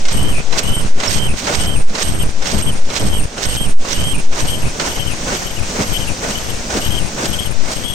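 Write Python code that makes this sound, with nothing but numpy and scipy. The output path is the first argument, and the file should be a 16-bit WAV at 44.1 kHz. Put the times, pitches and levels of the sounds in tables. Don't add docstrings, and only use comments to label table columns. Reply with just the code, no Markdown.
import sys
import numpy as np
from scipy.fft import rfft, irfft, next_fast_len
from scipy.io import wavfile
from scipy.ndimage import map_coordinates

SR = 44100
rng = np.random.default_rng(int(sys.argv[2]) if len(sys.argv) > 2 else 0)


def wav_out(sig):
    wavfile.write(sys.argv[1], SR, np.round(np.clip(np.atleast_2d(sig).T, -1, 1) * 32767).astype(np.int16))


N = 350154
TIME = np.arange(N) / SR
FIRST_JET_S, PERIOD_S = .128, .47573
LEAD_S = .16
SINCE_JET = (TIME - FIRST_JET_S + LEAD_S) % PERIOD_S - LEAD_S


def amp(db):
    return 10 ** (np.asarray(db) / 20)

def unit(x):
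    return x / np.sqrt(np.mean(np.abs(x) ** 2) + 1e-20)

def pan(db):
    return amp(np.array([db, -db]) / 2).reshape(2, -1)

def between(pair, share):
    return pair[0] + share * (pair[1] - pair[0])

def bump(t, half_length):
    return np.exp(-np.minimum((t / half_length) ** 2, 20))

def gate(t, start, end, attack, release):
    return (1 + np.tanh(2 * (t - start) / attack)) * (1 + np.tanh(2 * (end - t) / release)) / 4

def along(points, hz):
    freqs, values = np.transpose(points)
    return np.interp(np.log(hz + 1), np.log(freqs + 1), values)

def curves(rows):
    times, *columns = np.transpose(rows)
    return np.array([np.interp(TIME, times, column) for column in columns])

def filtered(x, response):
    size = next_fast_len(N + 8192)
    return irfft(rfft(x, size) * response(np.fft.rfftfreq(size, 1 / SR)), size)[..., :N]

def equalised(x, spectrum):
    return filtered(x, lambda hz: amp(along(spectrum, hz)))

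def wobble(rate):
    coarse = TIME[::20]
    knots = rng.standard_normal(int(N * rate / SR) + 2)
    return np.interp(TIME, coarse, map_coordinates(knots, [coarse * rate]))

def wobbles(rate):
    return np.array([wobble(rate), wobble(rate)])

def impulses(rate):
    return (rng.random((2, N)) < rate / SR) * rng.exponential(1, (2, N))

def strikes(rows, t60, attack):
    energy, t = np.zeros(N + SR), np.arange(SR // 3) / SR
    for at, db in rows:
        blow = amp(db - 60 * t / t60) * (1 - np.exp(-t / attack))
        energy[max(round(at * SR), 0):][:len(t)] += blow ** 2
    return np.sqrt(energy[:N])


# (frequency [Hz], correlation [0-1])
PORT_LIKENESS = [(100, 0.96), (500, 0.79), (1200, 0), (6000, 0.47)]
def diffuse(spectrum):
    def mid_and_side(hz):
        angle = np.arccos(np.clip(along(PORT_LIKENESS, hz), -1, 1)) / 2
        return amp(along(spectrum, hz)) * [np.cos(angle), np.sin(angle)]
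    mid, side = filtered(rng.standard_normal((2, N)), mid_and_side)
    return unit(np.array([mid + side, mid - side]))

def near(spectrum, direct, left_lag_s=.00034):
    wave = unit(equalised(rng.standard_normal(N), spectrum))
    straight = np.array([np.roll(wave, round(left_lag_s * SR)), wave])
    return np.sqrt(direct) * straight + np.sqrt(1 - direct) * diffuse(spectrum)


# (time [s], clatter [dB], exhaust [dB], hall [dB],
# turned from the machine [0-1], air flow from square on to grazing the ports [0-1])
MIC_PATH = [(0, -36.5, -32, -24, 0.1, 0.02), (.55, -25.5, -29, -27, 0.1, 0.04),
            (1.05, -24.5, -20, -29.5, 0, 0.02), (1.5, -23, -19.5, -29.5, 0.13, 0),
            (2.3, -29, -20, -30, 0.1, 0.03), (4.3, -28, -20.5, -28, 0.1, .06),
            (4.8, -23.5, -26, -25, 0.3, 1), (6.7, -24.5, -23.5, -24.5, 1, 0.99),
            (7.25, -25, -22, -25.5, 1, 0.84), (7.9, -30, -24, -29, 1, 0.44)]
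CLATTER_DB, EXHAUST_DB, HALL_DB, TURNED, GRAZING = curves(MIC_PATH)
# (frequency [Hz], level [dB])
HALL_SPECTRUM = [(20, 14), (100, -3), (210, 1), (330, -4), (600, -4), (1200, -10.5), (2500, -9.5),
                 (4200, -12.5), (6200, -10.5), (9500, -11), (15500, -30)]
def hall():
    return diffuse(HALL_SPECTRUM) * amp(HALL_DB + 1.3 * wobble(13)) * pan(between((-2.5, -1), GRAZING))


# (frequency [Hz], level [dB])
FIZZ_SPECTRUM = [(2000, -23), (6000, 5.5), (9000, 0.5), (20000, -4)]
def fizz():
    swell = (1 + np.cos(2 * np.pi * (SINCE_JET + .03) / PERIOD_S)) / 2
    hiss = unit(equalised(rng.standard_normal((2, N)), FIZZ_SPECTRUM))
    return hiss * GRAZING * amp(-36 + 8 * swell + wobble(20)) * pan(-2)


# (frequency [Hz], level [dB])
RUMBLE_SPECTRUM = [(60, -15), (130, -4.5), (210, 0.5), (330, -7), (650, -11), (3000, -39)]
# (time [s], level [dB])
LOW_THUDS = [(1.5, -20), (2.525, -11), (2.995, -13), (5.31, -20), (5.785, -10), (6.27, -16), (6.745, -9.5),
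             (7.22, -15.5)]
def rumble():
    run_up = amp(CLATTER_DB - 3.5) * bump(SINCE_JET + .11, .036)
    return diffuse(RUMBLE_SPECTRUM) * np.hypot(run_up, strikes(LOW_THUDS, t60=.22, attack=.011))


# (time [s], pitch [Hz], level [dB])
SLIDE_SQUEAKS = [(.088, 5900, -22.5), (1.081, 5400, -15.5), (3.93, 5920, -20.5)]
def squeaks(half_length_s=.0069):
    squeals = np.zeros(N)
    for at, hz, db in SLIDE_SQUEAKS:
        progress = np.clip((TIME - at) / half_length_s, -4, 4)
        pitch = hz * (1 - .025 * progress + .0163 * wobble(900))
        squeals += amp(db) * np.exp(-progress ** 2) * np.sin(2 * np.pi * np.cumsum(pitch) / SR)
    return squeals * pan(-10)


# (frequency [Hz], gain [dB])
STEEL_MODES = [(576, -2.5), (1480, 3), (2170, -1.5), (4010, 2), (5240, -5)]
def steelwork(x, q=50):
    def modes(f):
        return sum(amp(db) / (1 + 1j * q * (f / hz - hz / (f + 1))) for hz, db in STEEL_MODES)
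    return filtered(x, modes)


# (frequency [Hz], level [dB])
CLATTER_SPECTRUM = [(60, 2), (250, -1.5), (500, 1.5), (1200, -3.5), (2400, -8.5), (4000, -18), (7000, -11),
                    (9500, -12), (15500, -23)]
def clatter(leak):
    stroke = gate(SINCE_JET, start=-.092, end=.0072, attack=.022, release=.019)
    motion = np.sqrt((amp(3.5) * stroke) ** 2 + (amp(-5.5) * leak) ** 2 + amp(-9) ** 2)
    ringing = near(CLATTER_SPECTRUM, direct=.22)
    loose_parts = unit(equalised(impulses(rate=500), CLATTER_SPECTRUM))
    return unit(ringing + .43 * loose_parts) * motion * amp(CLATTER_DB + 1.76 * wobble(90))


# (frequency [Hz], level [dB])
KNOCK_SPECTRUM = [(100, -26), (500, 2.5), (1500, 0), (3000, 0.5), (6500, -4), (8500, -2), (15500, -45)]
# (time from the jet opening [s], relative level [dB])
CAM_KNOCKS = [(-.135, -9), (-.080, 1.5), (-.047, -9), (-.02, -6)]
# (time [s], level [dB])
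HARD_BLOWS = [(.052, -11), (.083, -10), (.526, -13), (1.001, -12.5), (1.034, -8.5), (1.468, -10.5),
              (1.950, -10), (1.982, -15), (2.456, -13), (2.900, -16), (2.963, -9), (4.797, -7.5),
              (6.703, -14)]
def knocks():
    hits = [(opening + delay + rng.normal(0, .0022), db + rng.normal(0, 1.5))
            for opening in np.arange(FIRST_JET_S, N / SR, PERIOD_S) for delay, db in CAM_KNOCKS]
    cams = strikes(hits, t60=.08, attack=.0008) * amp(CLATTER_DB + between((2.5, -7), TURNED))
    blows = amp(-7) * strikes(HARD_BLOWS, t60=.092, attack=.00063)
    return near(KNOCK_SPECTRUM, direct=.11) * np.hypot(cams, blows) * pan(-3)


# (frequency [Hz], level [dB])
EXHAUST_SPECTRUM = [(500, -3.5), (2000, 3.5), (4000, 3.5), (6300, 3), (7500, 6), (9500, 8), (15500, -4)]
# (time [s], half length [s], level [dB])
EXHAUST_PUFFS = [(0.118, 0.0099, -19.5), (.588, .014, -12.5), (1.129, 0.055, -17.5), (1.432, .081, -23),
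                 (3.92, .015, -18)]
def exhaust(leak, shut_db=-21):
    vent = gate(SINCE_JET, start=-.031, end=.0014, attack=.045, release=.0046)
    return_puff = amp(-13) * bump(SINCE_JET - .27, .014)
    air = np.sqrt((amp(4) * vent) ** 2 + (amp(-6) * leak) ** 2 + return_puff ** 2 + amp(shut_db) ** 2)
    puffs = sum(amp(db) * bump(TIME - at, half) for at, half, db in EXHAUST_PUFFS)
    envelope = np.hypot(amp(EXHAUST_DB) * air, puffs)
    turbulence = unit(amp(2 * wobble(500)))
    return near(EXHAUST_SPECTRUM, direct=.4) * envelope * amp(2.1 * wobble(70)) * turbulence

def machine():
    leak = gate(SINCE_JET, start=-.066, end=.11, attack=.044, release=.0034)
    contacts = clatter(leak) + knocks()
    metal = (contacts + steelwork(contacts)) * pan(between((-3.5, -1.2), TURNED))
    return metal + exhaust(leak) * pan(between((-10, -2), TURNED))


# (time [s], left level [dB], right level [dB])
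JET_AIM = [(.25, -13.5, -16.5), (.75, -17, -18.5), (1.6, -18.5, -21), (2.1, -20, -22), (2.6, -14.5, -21),
           (3.55, -20.5, -17), (4.1, -19, -17.5), (4.55, -19.5, -26), (5, -26, -42), (5.5, -27.5, -53),
           (5.95, -20.5, -46), (6.45, -27.5, -48), (6.9, -19.5, -33.5), (7.4, -21.5, -46),
           (7.85, -22.5, -46)]
HIT_DB = curves(JET_AIM)
# (time [s], left depth [full scale], right depth [full scale])
PORT_SUCTIONS = [(.063, 0.5, 0.67), (.504, 0.65, .18), (.937, 0.85, 0.71), (1.855, 0.7, 0.92),
                 (2.386, 0.52, 0.25), (2.83, 0.72, 0.57), (3.765, 0.91, 1.15), (4.284, 0.8, 0.64),
                 (7.605, 0.66, .04)]
def surges():
    push = amp(HIT_DB + [[2.5], [8]]) * bump(SINCE_JET - .2297, .023)
    suction = sum(np.outer([left, right], bump(TIME - at, .053)) for at, left, right in PORT_SUCTIONS)
    return push - suction


# (frequency [Hz], level [dB])
BUFFET_SPECTRUM = [(10, 1.5), (70, -0.5), (170, -5), (330, -14), (800, -20.5), (2500, -28.5), (8000, -70)]
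def buffeting(since, slack, gust):
    eddies = unit(equalised(impulses(rate=350), BUFFET_SPECTRUM))
    envelope = gate(since, start=.012, end=.26, attack=.041, release=.058)
    return eddies * envelope * amp(HIT_DB + 5 + 3.2 * gust + (3 + 4.5 * GRAZING) * slack)

def whistle(hz, width_hz):
    noise = rng.standard_normal((2, 2, N))
    real, imag = filtered(noise, lambda f: 1 / (1 + 2j * f / width_hz) / (1 + (f / 500) ** 2))
    swing = unit(real + 1j * imag)
    swing = swing / np.sqrt(1 + .17 * np.abs(swing) ** 2)
    angle = 2 * np.pi * np.cumsum(hz + 32 * wobbles(18), axis=1) / SR
    return unit(np.real(swing * np.exp(1j * angle)))


# (full-flow pitch [Hz], slack pitch [Hz], width [Hz], full-flow level [dB],
# slack level [dB], gain in grazing flow [dB], flutter [dB])
PORT_MODES = [(3037, 2600, 300, -4.5, -8.5, 3.5, 11.5), (8330, 8620, 60, 1.5, 0, -4.5, 7),
              (11440, 11080, 70, 6.5, 7.5, 2, 5.5)]
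def port_chirps(flap, since, slack, sag):
    tones = np.zeros((2, N))
    for full_hz, slack_hz, width_hz, full_db, slack_db, grazing_db, flutter_db in PORT_MODES:
        ragged_hz = (GRAZING + slack) * 50 * wobbles(110)
        pitch = between((full_hz, slack_hz), sag) + 28 * flap + ragged_hz
        chirps = unit(amp(flutter_db * np.tanh(flap)) * whistle(pitch, width_hz))
        tones += amp(between((full_db, slack_db), slack) + GRAZING * grazing_db) * chirps
    return tones * gate(since, start=.0047, end=.26, attack=1e-9, release=.076)


# (time [s], half length [s], relative level [dB])
WHISTLE_NOTES = [(0.246, 0.08, 1.5), (0.382, 0.045, 1), (0.718, .08, 4), (1.233, 0.067, 3.5),
                 (1.31, 0.019, -0.5), (1.675, .09, 3), (2.208, 0.022, 0), (2.686, .022, 5),
                 (3.144, 0.051, 1), (3.61, .06, 3), (4.045, 0.12, 3.5), (4.176, .04, -1),
                 (4.546, 0.064, 0.5), (5.038, .09, 3), (5.536, 0.066, 0), (6.0, .09, 0),
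                 (6.357, 0.036, 4.5), (6.845, .03, 1), (6.95, .075, 2), (7.385, 0.067, 4),
                 (7.867, 0.084, 5)]
# (time [s], pitch [Hz])
SETTLED_PITCH = [(.2, 3090), (3.6, 3170), (6.3, 3190), (7.9, 3340)]
def port_notes(flap, since, sag, settle_s=.14, rise_hz=220, sag_hz=600):
    power = sum(amp(db) ** 2 * bump((TIME - at) ** 2, half ** 2) ** 2 for at, half, db in WHISTLE_NOTES)
    settled = np.clip(since / settle_s, 0, 1)
    excess = flap - between((-1.1, -.2), GRAZING)
    arch_hz = between((45, 110), GRAZING) * (np.tanh(excess) - 1)
    pitch = curves(SETTLED_PITCH)[0] - rise_hz * (1 - settled) - sag_hz * sag + arch_hz
    sputter = (1 + GRAZING / 4) / (1 + np.exp(-4 * excess))
    clarity = .88 * np.sqrt(settled) * (1 - np.minimum(sag, 1) / 2)
    jitter_hz = (45 + 90 * sag) * wobbles(300)
    tone = unit(np.sin(2 * np.pi * np.cumsum(pitch + jitter_hz, axis=1) / SR))
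    note = np.sqrt(clarity) * tone + np.sqrt(1 - clarity) * whistle(pitch, width_hz=160)
    return np.sqrt(power) * sputter * note * pan(between((-3, 1), GRAZING))

def jet(slack_at_s=.205, saturation_db=-20.5):
    since = SINCE_JET / (1 + .11 * GRAZING) + .005 * wobble(5)
    slack = (1 + np.tanh((since - slack_at_s) / between((.007, .0235), GRAZING))) / 2
    sag = slack * (1 + .35 * GRAZING)
    gust, flap = wobbles(28), wobbles(65)
    whistles = port_chirps(flap, since, slack, sag) + port_notes(flap, since, sag)
    whistle_db = -28.5 + .69 * np.minimum(HIT_DB - saturation_db, 0) + 4 * GRAZING
    return whistles * amp(whistle_db) + buffeting(since, slack, gust)


# (frequency [Hz], gain [dB])
RIGHT_PORT_RESPONSE = [(2500, -0.5), (6400, 2.5), (7600, -8.5), (9000, -21), (12000, -13), (15500, -7)]
def scene():
    airborne = machine() + rumble() + fizz() + hall() + squeaks()
    airborne[1] = equalised(airborne[1], RIGHT_PORT_RESPONSE)
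    return airborne + jet() + surges()


# (frequency [Hz], gain [dB])
MIC_RESPONSE = [(8700, 0), (9400, -10), (9900, -22.5), (10500, -27), (11300, -16), (12200, -9.5),
                (15500, -9)]
def record(dry):
    ceiling, top_hz = .75, 15900
    pressed = dry / (1 + np.abs(dry / ceiling) ** 4) ** (1 / 4)
    return filtered(equalised(pressed, MIC_RESPONSE), lambda hz: hz < top_hz)


dry = scene()
out = record(dry)
wav_out(out)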